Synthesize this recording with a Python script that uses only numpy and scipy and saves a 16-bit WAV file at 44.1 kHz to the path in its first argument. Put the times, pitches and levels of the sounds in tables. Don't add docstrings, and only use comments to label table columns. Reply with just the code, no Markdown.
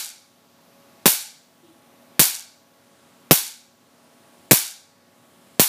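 import sys
import numpy as np
from scipy import signal
from scipy.io import wavfile
from scipy.ndimage import uniform_filter1d

SR = 44100
rng = np.random.default_rng(int(sys.argv[2]) if len(sys.argv) > 2 else 0)


def linear_from_db(decibels):
    return 10 ** (np.asarray(decibels, float) / 20)


def generate_wav(sig):
    pcm = np.round(np.clip(np.atleast_2d(sig).T, -1, 1) * 32767).astype(np.int16)
    wavfile.write(sys.argv[1], SR, pcm)


N = 250488
LEAD = SR // 4

# (time [s], level [dB], reflection level [dB], near scatter [dB])
SPARKS = [
    (-.1104, 0.5, 1, 0),
    (1.0576, 1, -2.5, -2.5),
    (2.1943, 1.4, 2.5, -7.5),
    (3.3099, 0.5, -4, -1.5),
    (4.5105, 1, 0, -0.5),
    (5.596, 0, -6, -3),
]
KNOCK_MS = [.7, 1.8, 6.9, 12.1, 21.3]
KNOCKS = [
    (0.33, -0.73, -0.5, 0.009, 0.19),
    (.5, 0.028, .33, -0.062, 0.2),
    (-0.33, 1.5, -.6, -0.57, 0.24),
    (0.37, -0.63, 1.3, 0.21, .6),
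    (-1, 0.42, .15, -0.033, 0.13),
]

LOW_PATHS_MS = [0, 4.75, 9.8, 19.75, 36.55, 60.1]
HIGH_PATHS_MS = [11.9, 23.31, 28.78, 78.78, 104.01, 106.92, 116.6]
# (delay [ms], level [dB])
FAR_PATHS = [(150.54, -26), (156.89, -22), (168.1, -24.5), (174.2, -30)]
FAR_LONE_MS, FAR_LONE_DB = 186.98, -30
FAR_FLOOR_GAIN_DB, FAR_REPEAT_DB = 3.3, -7
FLOOR_LAG_MS, FLOOR_GAIN_DB = 1.38, 1.2
FLUTTER_START_MS, FLUTTER_MS = 46.4, 43.25
WALL_DB, FADE_DB_PER_MS = -2.6, .17
ECHO_DB = 4.5

BURST_MS = [0, 1.45, 6.15, 10.1, 21.1]
BURST_DB = [-0.5, -16.5, -1.5, -9.5, -10.5]
BURST_S = 0.0014

# (frequency [Hz], density [dB per Hz])
TAIL = [(180, -28), (300, -15), (500, -15.5), (900, -4), (1400, -14), (2700, -5.5), (4600, -6.5),
        (8000, -3), (12000, 1.5), (15300, 3.5)]
# (frequency [Hz], T60 [s])
TAIL_T60 = [(300, 0.37), (700, 0.21), (1400, 0.44), (2700, 0.42), (4000, 0.55), (7000, 0.46), (11000, 0.36),
            (15000, 0.25)]
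# (frequency [Hz], width [Hz], level [dB])
LINGER = [(864, 120, -9.5), (1580, 210, -6), (2250, 240, -5), (3940, 250, -6.5), (4500, 240, -1),
          (5600, 460, -2.5), (6800, 430, -6)]
TAIL_DB, LINGER_DB, LINGER_T60_S = -12.5, -31.5, .6
GRAIN_DB, GRAIN_S, GRAIN_FADE_S, GRAIN_HZ = 3.2, .0004, .12, 700

# (start [s], length [s], pitch [Hz], level [dB])
SLIPS = [
    (1.622, .052, 362, -53.5),
    (1.674, .056, 332, -52.5),
    (1.72, .06, 345, -60),
]
SAG_HZ_PER_S = [800, 250, 250]
SQUEAK_S, SQUEAK_DB, SQUEAK_FADE_DB_PER_S = 1.68, -64, 210

DIP_DB, RECOVERY_S, HISS_DIP_SHARE = -16, 0.75, 0.8

# (frequency [Hz], level [dB rms])
HUM = [(240, -65), (278.6, -69), (360, -72), (557.2, -67), (835.8, -70), (1114.4, -71), (1393, -80)]
# (frequency [Hz], width [Hz], level [dB rms])
DRONE = [(99, 3, -75), (168, 20, -74), (457, 30, -73), (655, 40, -68), (952, 15, -77)]
# (frequency [Hz], density [dB per Hz])
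RUMBLE = [(29, -67), (50, -39.5), (87, -10.5), (209, -4), (238, -6), (419, -12), (552, -8.5), (768, -13.5),
          (827, -12), (1170, -13.5), (4000, -21.5), (5200, -57.5), (8800, -120)]
# (frequency [Hz], density [dB per Hz])
HISS = [(1500, -25), (2500, -4.5), (5000, 1), (10000, -1.5), (15500, -3.5)]
RUMBLE_DB, HUM_DB, HISS_DB = -53, 5.0, -58


def cracks():
    size = int(.62 * SR)
    out = np.zeros(N + LEAD + SR)
    delay_ms, level_db = echoes()
    path_db = rng.normal(0, 1.5, (len(SPARKS), len(delay_ms)))
    for k, (tail, burst) in enumerate(zip(diffuse(size), scatter(size))):
        start_s, crack_db, reflect_db, near_db = SPARKS[k]
        clicks = np.zeros(size)
        clicks[(delay_ms * SR / 1000).astype(int)] = linear_from_db(level_db + path_db[k] + reflect_db + ECHO_DB)
        shock = np.convolve(clicks, [.5, 1, .3, -.8, -.7, -.2])[:size]
        shock = shaped(shock, 2, 5100, "high")
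        burst[:15] += 1.2 * np.hanning(15)
        at = LEAD + round(start_s * SR)
        out[at:at + size] += linear_from_db(crack_db) * (shock + tail + linear_from_db(near_db) * burst)
    return out[LEAD:LEAD + N]


def overload_knocks():
    width_s, swing_hz = 0.0014, 165
    shifts = np.zeros(N + SR) + 1e-18
    for (start_s, *_), sizes in zip(SPARKS[1:], KNOCKS):
        times_s = start_s + np.array(KNOCK_MS) / 1000 - width_s / 2
        shifts[np.round(times_s * SR).astype(int)] = sizes
    bumps = np.convolve(shifts, np.hanning(round(width_s * SR)))[:N]
    swing_back = shaped(bumps, 1, [swing_hz / 1.4, swing_hz * 1.4], "band")
    bumps = bumps + linear_from_db(-3) * swing_back
    leak = linear_from_db(-21) * shaped(bumps, 1, 150, "low")
    return shaped(bumps, 4, 120, "high") + leak


def scatter(size):
    ages = np.arange(size) / SR - np.array(BURST_MS)[:, None] / 1000
    decays = (ages >= 0) * np.exp(-np.abs(ages) / BURST_S)
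    envelope = np.sum(linear_from_db(BURST_DB)[:, None] * decays, axis=0)
    noise = shaped(rng.standard_normal((len(SPARKS), size)), 2, 1000, "high")
    return envelope * rms_one(shaped(noise, 1, 4400, "low"))


def echoes():
    low = np.array(LOW_PATHS_MS)
    flutter = FLUTTER_START_MS + FLUTTER_MS * np.arange(3)
    near = np.r_[low, HIGH_PATHS_MS, flutter, low + FLOOR_LAG_MS]
    near_db = (WALL_DB - FADE_DB_PER_MS * near) * (near > 0)
    near_db[-len(low) + 1:] += FLOOR_GAIN_DB
    far, far_db = np.transpose(FAR_PATHS)
    far = np.r_[far, far + FLOOR_LAG_MS, FAR_LONE_MS]
    far_db = np.r_[far_db, far_db + FAR_FLOOR_GAIN_DB, FAR_LONE_DB]
    delay_ms = np.r_[near, far, far + FLUTTER_MS]
    level_db = np.r_[near_db, far_db, far_db + FAR_REPEAT_DB]
    order = np.argsort(delay_ms)
    return delay_ms[order], level_db[order]


def diffuse(size):
    same_share = 0.27
    t = np.arange(size) / SR
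    shape = (len(SPARKS) + 1, size)
    tails = 0
    for hz, noise in bands(shape, 180):
        tails = tails + linear_from_db(at_hz(TAIL, hz) - 60 * t / at_hz(TAIL_T60, hz)) * noise
    tails = linear_from_db(TAIL_DB) * tails / np.sqrt(np.mean(tails[:, :SR // 30] ** 2))
    white = rng.standard_normal(shape)
    ringing = sum(linear_from_db(db) * resonant(white, hz, width) for hz, width, db in LINGER)
    tails += linear_from_db(LINGER_DB - 60 * t / LINGER_T60_S) * ringing
    tails *= 1 - .45 * np.exp(-(t / 0.0023) ** 4)
    clumps = rms_one(uniform_filter1d(rng.standard_normal(size), round(GRAIN_S * SR)))
    grain = linear_from_db(GRAIN_DB * np.exp(-t / GRAIN_FADE_S) * clumps) - 1
    tails += shaped(tails * grain, 2, GRAIN_HZ, "high")
    return np.sqrt(same_share) * tails[-1] + np.sqrt(1 - same_share) * tails[:-1]


def creak():
    t = np.arange(N) / SR
    out = 0
    for (start_s, length_s, hz, db), sag in zip(SLIPS, SAG_HZ_PER_S):
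        age = np.clip(t - start_s, 0, length_s)
        swell = np.sqrt(2) * linear_from_db(db) * np.sin(np.pi * age / length_s)
        out = out + swell * np.sin(2 * np.pi * (hz * age - sag * age ** 2 / 2))
    squeak = rms_one(shaped(rng.standard_normal(N), 2, [2900, 3900], "band"))
    return out + linear_from_db(SQUEAK_DB - SQUEAK_FADE_DB_PER_S * abs(t - SQUEAK_S)) * squeak


def gain_dip_db():
    t = np.arange(N) / SR
    starts_s = np.array(SPARKS)[:, 0]
    latest_s = starts_s[np.searchsorted(starts_s, t, "right") - 1]
    return DIP_DB * np.exp(-(t - latest_s) / RECOVERY_S)


def hum():
    t = np.arange(N) / SR
    white = rng.standard_normal(N)
    out = np.zeros(N)
    for hz, db in HUM:
        tone = np.sin(2 * np.pi * (hz * t + rng.random()))
        out += np.sqrt(2) * linear_from_db(db + 2 * drift(3.9)) * tone
    for hz, width, db in DRONE:
        out += linear_from_db(db + 2 * drift(2.7)) * resonant(white, hz, width)
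    return out


def rumble_and_hum(dip_db):
    room = linear_from_db(RUMBLE_DB) * steady(RUMBLE, 44.6, patchy_db=1.0) + linear_from_db(HUM_DB) * hum()
    return linear_from_db(dip_db) * shaped(room, 2, 95, "high")


def hiss(dip_db):
    return linear_from_db(HISS_DB + HISS_DIP_SHARE * dip_db) * steady(HISS, 2200, patchy_db=1.5)


def steady(spectrum, low_hz, patchy_db):
    out = np.zeros(N)
    for hz, noise in bands(N, low_hz):
        out += linear_from_db(at_hz(spectrum, hz) + patchy_db * drift(4)) * noise
    return rms_one(out)


def bands(size, low_hz):
    white = rng.standard_normal((2, *np.atleast_1d(size)))
    edges = 17000 / 2 ** np.arange(0, np.log2(17000 / low_hz), 1 / 3)
    out = []
    for k, (high, low) in enumerate(zip(edges, edges[1:])):
        out.append((np.sqrt(low * high), shaped(white[k % 2], 2, [low, high], "band")))
    return out


def resonant(x, hz, width_hz):
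    r = np.exp(-np.pi * width_hz / SR)
    poles = [1, -2 * r * np.cos(2 * np.pi * hz / SR), r * r]
    return rms_one(signal.lfilter([1, 0, -1], poles, x))


def drift(rate_hz):
    knots = rng.standard_normal(400)
    return np.interp(np.arange(N) / SR * rate_hz, np.arange(400), knots)


def shaped(x, order, hz, kind):
    return signal.sosfilt(signal.butter(order, hz, kind, fs=SR, output="sos"), x)


def rms_one(x):
    return x / np.sqrt(np.mean(x ** 2) + 1e-20)


def at_hz(points, hz):
    table_hz, values = np.transpose(points)
    return np.interp(np.log(hz), np.log(table_hz), values)


def scene():
    dip_db = gain_dip_db()
    background = rumble_and_hum(dip_db) + hiss(dip_db)
    return (cracks() + overload_knocks() + creak() + background)[None]


def low_pass(x):
    return signal.sosfilt(signal.butter(12, 16430, fs=SR, output="sos"), x)


def record(dry):
    clipped = np.clip(dry, -1.05, 1.05)
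    cut = signal.sosfilt(signal.cheby2(18, 50, 15600, fs=SR, output="sos"), clipped)
    mix = np.clip(cut, -1, 1)
    return low_pass(mix)


dry = scene()
out = record(dry)
generate_wav(out)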